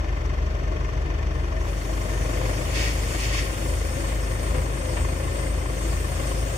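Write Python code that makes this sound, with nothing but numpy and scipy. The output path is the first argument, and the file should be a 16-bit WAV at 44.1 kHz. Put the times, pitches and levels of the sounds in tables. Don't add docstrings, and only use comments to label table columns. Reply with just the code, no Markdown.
import sys
import numpy as np
from scipy import signal
from scipy.fft import rfft, irfft, next_fast_len
from scipy.io import wavfile
from scipy.ndimage import uniform_filter1d, map_coordinates

SR = 44100
rng = np.random.default_rng(int(sys.argv[2]) if len(sys.argv) > 2 else 0)


def master_out(mix):
    frames = np.transpose(np.atleast_2d(mix))
    ceiling = np.clip(frames, -1, 1)
    pcm = np.round(ceiling * 32767).astype(np.int16)
    wavfile.write(sys.argv[1], SR, pcm)


N = 289737
TIME = np.arange(N) / SR


def amp(db):
    return 10 ** (np.asarray(db) / 20)


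def unit(x):
    return x / np.sqrt(np.mean(x ** 2) + 1e-20)


def along(points, hz):
    frequencies, values = np.transpose(points)
    return np.interp(np.log(hz + 1), np.log(frequencies), values)


def curve(points):
    return np.interp(TIME, *np.transpose(points))


def turning(hz):
    return 2 * np.pi * np.cumsum(hz) / SR


def wobble(rate_hz):
    return map_coordinates(rng.standard_normal(2048), [TIME * rate_hz + 2], mode="wrap")


def ramp(start_s, rise_s):
    return np.clip((TIME - start_s) / rise_s, 0, 1)


def swell(start_s, hold_s, attack_s, release_s):
    early = np.maximum(start_s - TIME, 0) / attack_s
    late = np.maximum(TIME - start_s - hold_s, 0) / release_s
    return amp(-20 * (early + late))


def filtered(x, response):
    size = next_fast_len(N + 8192)
    return irfft(rfft(x, size) * response(np.fft.rfftfreq(size, 1 / SR)), size)[..., :N]


def coloured(x, spectrum):
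    return unit(filtered(x, lambda hz: amp(along(spectrum, hz))))


def ringing(x, modes):
    def peak(hz, centre_hz, half_width_hz):
        damping = 2j * hz * half_width_hz
        return (damping / (centre_hz ** 2 - hz ** 2 + damping)) ** 2
    return unit(filtered(x, lambda hz: sum(amp(db) * peak(hz, f, width) for f, width, db in modes)))


# frequency_hz, coherence
COHERENCE = [(60, 1), (130, 0.82), (300, 1), (650, 0.88), (1300, 0.46), (2800, 0.15), (7000, 0.2),
             (15000, 0.075)]
def spread(pair):
    angle = lambda hz: np.arccos(np.clip(along(COHERENCE, hz), 0, 1)) / 2
    mid, side = filtered(pair, lambda hz: np.array([np.cos(angle(hz)), np.sin(angle(hz))]))
    return np.array([mid + side, mid - side])


def rush():
    return spread(rng.standard_normal((2, N)))


def impacts(rate_hz, scatter_db):
    hits = rng.random((2, N)) < rate_hz / SR
    sizes = rng.standard_normal((2, N)) * amp(scatter_db * rng.standard_normal((2, N)))
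    return unit(spread(hits * sizes))


def patchy(x, depth_db):
    spectra = signal.stft(x, nperseg=256)[2]
    field = uniform_filter1d(rng.standard_normal(spectra.shape[1:]), size=6, axis=0)
    field = uniform_filter1d(field, size=14, axis=1)
    return signal.istft(spectra * amp(depth_db * unit(field)), nperseg=256)[1][:, :N]


# time_s, rotation_hz
CRANK_SPEED = [(0, 24.07), (.25, 23.58), (1.13, 23.58), (1.17, 24.25), (1.43, 23.44), (1.91, 24.86),
               (2.61, 25.13), (2.85, 27.66), (3.08, 24.05), (3.19, 26.03), (3.78, 25.68), (4, 26.13),
               (4.34, 25.38), (4.49, 26.29), (4.7, 26.34), (4.97, 25.19), (5.24, 26.78), (5.66, 25.8),
               (6.13, 26.02), (6.57, 26.48)]
def crank_hz():
    return curve(CRANK_SPEED)


def pull(centre_s, half_length_s=0.11):
    return np.exp(-((TIME - centre_s) / half_length_s) ** 2)


# centre_s, strength_fraction, whistle_db, whirr_db
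LEVER_PULLS = [(3.1, 0.1, -60, -62), (3.66, 0.6, -52, -64), (4.05, 1, -50, -44), (4.5, 1, -66, -42),
               (4.95, 0.75, -47, -56), (5.39, 0.75, -41.5, -41), (5.87, 0.2, -48, -70),
               (6.25, 0.85, -44.5, -50)]
def lever():
    return sum(strength * pull(centre_s) for centre_s, strength, _, _ in LEVER_PULLS)


# time_s, rate_hz
HUM_RATE = [(0, 54.368), (3.3, 53.843), (6.57, 54.692)]
HUM_RATIOS = [1, 2, 3.35]
HUM_LEVELS = [-38, -42.5, -56]
def second_engine():
    rate_hz = curve(HUM_RATE)
    in_step_s = 5.93
    phase_lead = turning(rate_hz - 2 * crank_hz())
    firing = turning(rate_hz) - np.interp(in_step_s, TIME, phase_lead)
    return np.sqrt(2) * sum(amp(db + 0.26 * wobble(3)) * np.cos(ratio * firing)
                            for ratio, db in zip(HUM_RATIOS, HUM_LEVELS))


# time_s, level_db
UNEVEN_FIRING = [(0, -32), (.38, -27), (.87, -33.5), (1.02, -30), (1.45, -29), (2.4, -40), (3.05, -32),
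                 (3.47, -39.5), (3.77, -32), (4.02, -34), (4.58, -32), (4.74, -39.5), (5, -29), (5.3, -37),
                 (5.6, -30), (5.84, -42), (5.95, -29), (6.48, -37)]
# shaft_order, level_db
EXHAUST_ORDERS = [(4, -48.5), (5, -44.5), (6, -51.5), (7, -55.5)]
def exhaust(shaft, load):
    firing = amp(-28 + 0.23 * load + 0.26 * wobble(2.96)) * np.cos(2 * shaft)
    limp = amp(curve(UNEVEN_FIRING) + 0.8 * wobble(7)) * np.sin(3 * shaft)
    overtones = sum(amp(db + 2.5 * wobble(6)) * np.cos(order * shaft) for order, db in EXHAUST_ORDERS)
    return np.sqrt(2) * (firing + limp + overtones)


def throb(shaft, lag_rad, depth, edge):
    angle = shaft - lag_rad
    return unit(np.exp(depth * np.cos(angle) + edge * np.cos(2 * angle)))


# frequency_hz, gain_db
RUMBLE_SPECTRUM = [(20, -30), (35, -8), (55, 2), (80, 2.5), (120, 1), (160, -5), (215, -14.5), (400, -55.5)]
# frequency_hz, gain_db
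BODY_SPECTRUM = [(120, -41), (220, -6.5), (320, 2.5), (450, -3), (540, -5), (620, -4), (720, -8.5),
                 (850, -11), (1400, -14.5), (3000, -17.5), (8000, -44)]
def engine_rumble(speed_hz, shaft, effort):
    rumble_db = -34.5 + 0.62 * effort + 0.4 * (speed_hz - speed_hz.mean())
    rumble = amp(rumble_db) * coloured(rush(), RUMBLE_SPECTRUM)
    pulsing = rush() * throb(shaft, lag_rad=0.7, depth=0.074, edge=0.022)
    return rumble + amp(-38.5 + 0.7 * effort) * coloured(pulsing, BODY_SPECTRUM)


def struck(speed_hz, at_turns, every_turns, decay_s):
    count, turns_since = np.divmod(np.cumsum(speed_hz) / SR - at_turns, every_turns)
    strength = amp(2 * rng.standard_normal(256))[count.astype(int)]
    return strength * np.exp(-turns_since / speed_hz / decay_s)


# frequency_hz, gain_db
CLATTER_SPECTRUM = [(400, -0.5), (820, -9), (1060, 4), (1300, -0.5), (1600, -1), (2000, 0), (3000, -15),
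                    (4400, -11.5), (6000, -16.5), (7400, -16.5), (9000, -24), (11000, -37.5), (15500, -42)]
# position_turns, gain_db
COMBUSTION_KNOCKS = [(.02, -0.5), (.15, -5.5)]
# centre_hz, half_width_hz, gain_db
CASING_MODES = [(1070, 103, 1.5), (1796, 22, 7), (2083, 82, 0.5), (2480, 43, 0.5), (3040, 260, -10.5)]
# centre_hz, half_width_hz, gain_db
TICK_MODES = [(5630, 110, -0.5), (6130, 100, -1.5)]
def engine_clatter(speed_hz, shaft, effort):
    pulses = throb(shaft, lag_rad=0.6, depth=0.22, edge=0.12) * amp(0.4 * wobble(40))
    clatter = amp(-43 + 0.86 * effort) * coloured(rush() * pulses, CLATTER_SPECTRUM)
    knocks = rush() * sum(amp(db) * struck(speed_hz, at_turns, every_turns=1, decay_s=0.0042)
                          for at_turns, db in COMBUSTION_KNOCKS)
    casing = ringing(knocks, CASING_MODES) + amp(-8) * coloured(knocks, CLATTER_SPECTRUM)
    clack = amp(-47 + 0.86 * effort) * casing
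    ticks = amp(-56.5) * ringing(impacts(rate_hz=900, scatter_db=3.5) * pulses, TICK_MODES)
    tap = struck(speed_hz, at_turns=2.22, every_turns=4, decay_s=0.003)
    sharp_tick = amp(-47) * tap * ringing(rush(), TICK_MODES)
    return clatter + clack + ticks + sharp_tick


# time_s, load_above_idle
TIPPING_LOAD = [(1.75, 0.54), (2.45, 5.5), (2.75, 3), (3.3, 0.88), (4.5, 1.85), (6.57, 1.25)]
def diesel():
    speed_hz = crank_hz()
    shaft = turning(speed_hz)
    load = curve(TIPPING_LOAD)
    effort = load + 2 * lever()
    return (exhaust(shaft, load) + engine_rumble(speed_hz, shaft, effort)
            + engine_clatter(speed_hz, shaft, effort))


def wavering(pitch_hz, rate_hz):
    phase = turning(pitch_hz)
    pair = [unit(wobble(rate_hz) * np.cos(phase) + wobble(rate_hz) * np.sin(phase)) for _ in "LR"]
    return spread(np.array(pair))


# shaft_order, level_db
RIPPLE_ORDERS = [(10, -53.5), (20, -47.5), (21, -53)]
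# time_s, pitch_hz
WHIRR_PITCH = [(0, 602.5), (1.6, 644), (2.5, 601), (3.1, 570.5), (3.7, 561), (6.57, 557.6)]
def pump():
    shaft = turning(crank_hz())
    whirr_hz = curve(WHIRR_PITCH)
    pressure = ramp(start_s=1.5, rise_s=0.74)
    ripple = pressure * sum(amp(db + 2.5 * wobble(9)) * np.cos(order * shaft + 0.5 * wobble(22))
                            for order, db in RIPPLE_ORDERS)
    whirr = amp(-53) * wavering(whirr_hz, rate_hz=16)
    pulls = sum(amp(db) * pull(centre_s) for centre_s, _, _, db in LEVER_PULLS)
    swells = pulls * np.cos(turning(whirr_hz) + 0.28 * wobble(25))
    strain = amp(-49.5 + 5.5 * lever()) * pressure * wavering(whirr_hz, rate_hz=120)
    return np.sqrt(2) * (ripple + swells) + whirr + strain


# centre_hz, half_width_hz, gain_db
VALVE_MODES = [(8365, 30, -2), (8450, 32, 0), (8520, 40, -7), (8700, 45, -7)]
def valve():
    steady = amp(-47.5) * ramp(start_s=3.53, rise_s=0.86)
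    surges = [amp(db) * pull(centre_s + 0.049) for centre_s, _, db, _ in LEVER_PULLS]
    envelope = np.linalg.norm([steady, *surges], axis=0)
    leftward = amp([[1.5], [-6]])
    return envelope * leftward * ringing(rush(), VALVE_MODES)


# peak_s, level_db
LINKAGE_KNOCKS = [(1.67, -39), (2.58, -38), (3.14, -34.5), (4.549, -34), (4.97, -31), (5.85, -45)]
# frequency_hz, gain_db
THUD_SPECTRUM = [(60, -22), (140, -8), (550, 6), (900, 2.5), (2400, -1), (4000, -8.5), (9000, -32)]
# start_s, pitch_hz, level_db
PANEL_BOOMS = [(1.68, 560, -42), (1.719, 135, -43), (2.41, 526, -42), (2.57, 314, -40.5), (4.54, 510, -36),
               (4.56, 144, -37), (5.85, 324, -37.5)]
def jolts():
    knocks = sum(amp(db) * swell(peak_s, hold_s=0, attack_s=0.01, release_s=0.0733)
                 for peak_s, db in LINKAGE_KNOCKS)
    booms = np.zeros(N)
    for start_s, pitch_hz, db in PANEL_BOOMS:
        envelope = amp(db) * swell(start_s, hold_s=0.031, attack_s=0.017, release_s=0.077)
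        booms += envelope * np.sin(2 * np.pi * pitch_hz * (TIME - start_s))
    return knocks * coloured(rush(), THUD_SPECTRUM) + np.sqrt(2) * booms


SLIP_ATTACK_S, SLIP_RELEASE_S = 0.084, 0.17
# start_s, hold_s, scrape_db, spill_db
HEAP_SLIPS = [(2.49, 0.027, -51, -53), (2.76, 0.11, -31.5, -41.5), (3.106, 0.078, -41, -46),
              (3.212, 0.045, -33.5, -52), (3.34, 0.042, -30.5, -43)]
# frequency_hz, gain_db
SCRAPE_SPECTRUM = [(900, -9.5), (1580, -4), (1850, 2), (2700, 2), (3500, -2), (5000, -1), (7000, -6.5),
                   (9000, -18), (11000, -25), (15500, -40)]
# centre_hz, half_width_hz, gain_db
BUCKET_MODES = [(1893, 51, -6), (2242, 61, -8), (2525, 200, -14)]
def corn_slide():
    creep = amp(-46.5) * swell(start_s=2.4, hold_s=0.88, attack_s=0.89, release_s=0.4)
    slips = [amp(db) * swell(start_s, hold_s, SLIP_ATTACK_S, SLIP_RELEASE_S)
             for start_s, hold_s, db, _ in HEAP_SLIPS]
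    trickle = amp(-55) * ramp(start_s=2.4, rise_s=2.3)
    envelope = np.linalg.norm([creep, trickle, *slips], axis=0)
    rubbing = impacts(rate_hz=11000, scatter_db=-1) * amp(1.1 * wobble(60))
    steel = amp(-4.5) * ringing(impacts(rate_hz=4000, scatter_db=-0.5), BUCKET_MODES)
    return envelope * (coloured(rubbing, SCRAPE_SPECTRUM) + steel)


# time_s, level_db
CORN_FLOW = [(1.56, -56), (1.68, -45.5), (1.88, -42.5), (2.6, -39.5), (3.15, -36.5), (4.55, -42.5),
             (5.45, -42), (5.62, -44.5), (5.88, -39), (6.57, -39.5)]
# frequency_hz, gain_db
KERNEL_SPECTRUM = [(500, -20), (1200, 2.5), (2000, 5), (3200, 1), (4600, 0), (6200, 2.5), (7500, 4),
                   (9300, 2.5), (10600, -6.5), (12500, -8.5), (15500, -7)]
def corn_pour():
    shaken_db = 1.5 * lever()
    stream = ramp(start_s=1.28, rise_s=0.071) * amp(curve(CORN_FLOW) + shaken_db)
    spills = [amp(db) * swell(start_s, hold_s, SLIP_ATTACK_S, SLIP_RELEASE_S)
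              for start_s, hold_s, _, db in HEAP_SLIPS]
    envelope = np.linalg.norm([stream, *spills], axis=0)
    clumps = amp(0.4 * wobble(30))
    kernels = patchy(impacts(rate_hz=26000, scatter_db=0), depth_db=2) * clumps
    return envelope * coloured(kernels, KERNEL_SPECTRUM)


def scene():
    return diesel() + second_engine() + pump() + corn_pour() + corn_slide() + jolts() + valve()


# frequency_hz, left_minus_right_db
MIC_BALANCE = [(60, 1.5), (110, 1.5), (200, 5.5), (380, 7.5), (700, 13.5), (1290, 4), (2380, 2.5),
               (4400, -3.5), (8000, 4), (9500, 0.5), (12000, -5), (15000, -5.5)]
# centre_hz, half_width_hz, depth_db
TREBLE_DIPS = [(3986, 91, 22), (8080, 176, 13)]
def record(dry):
    lag_s, cutoff_hz = 0.000321, 15600

    def response(hz):
        dip_db = sum(db * np.exp(-((hz - centre) / width) ** 2) for centre, width, db in TREBLE_DIPS)
        left = amp(along(MIC_BALANCE, hz) / 2) * np.exp(-1j * np.pi * hz * lag_s)
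        return amp(-dip_db) * np.array([left, 1 / left])
    return filtered(filtered(dry, response), lambda hz: hz < cutoff_hz)


dry = scene()
out = record(dry)
master_out(out)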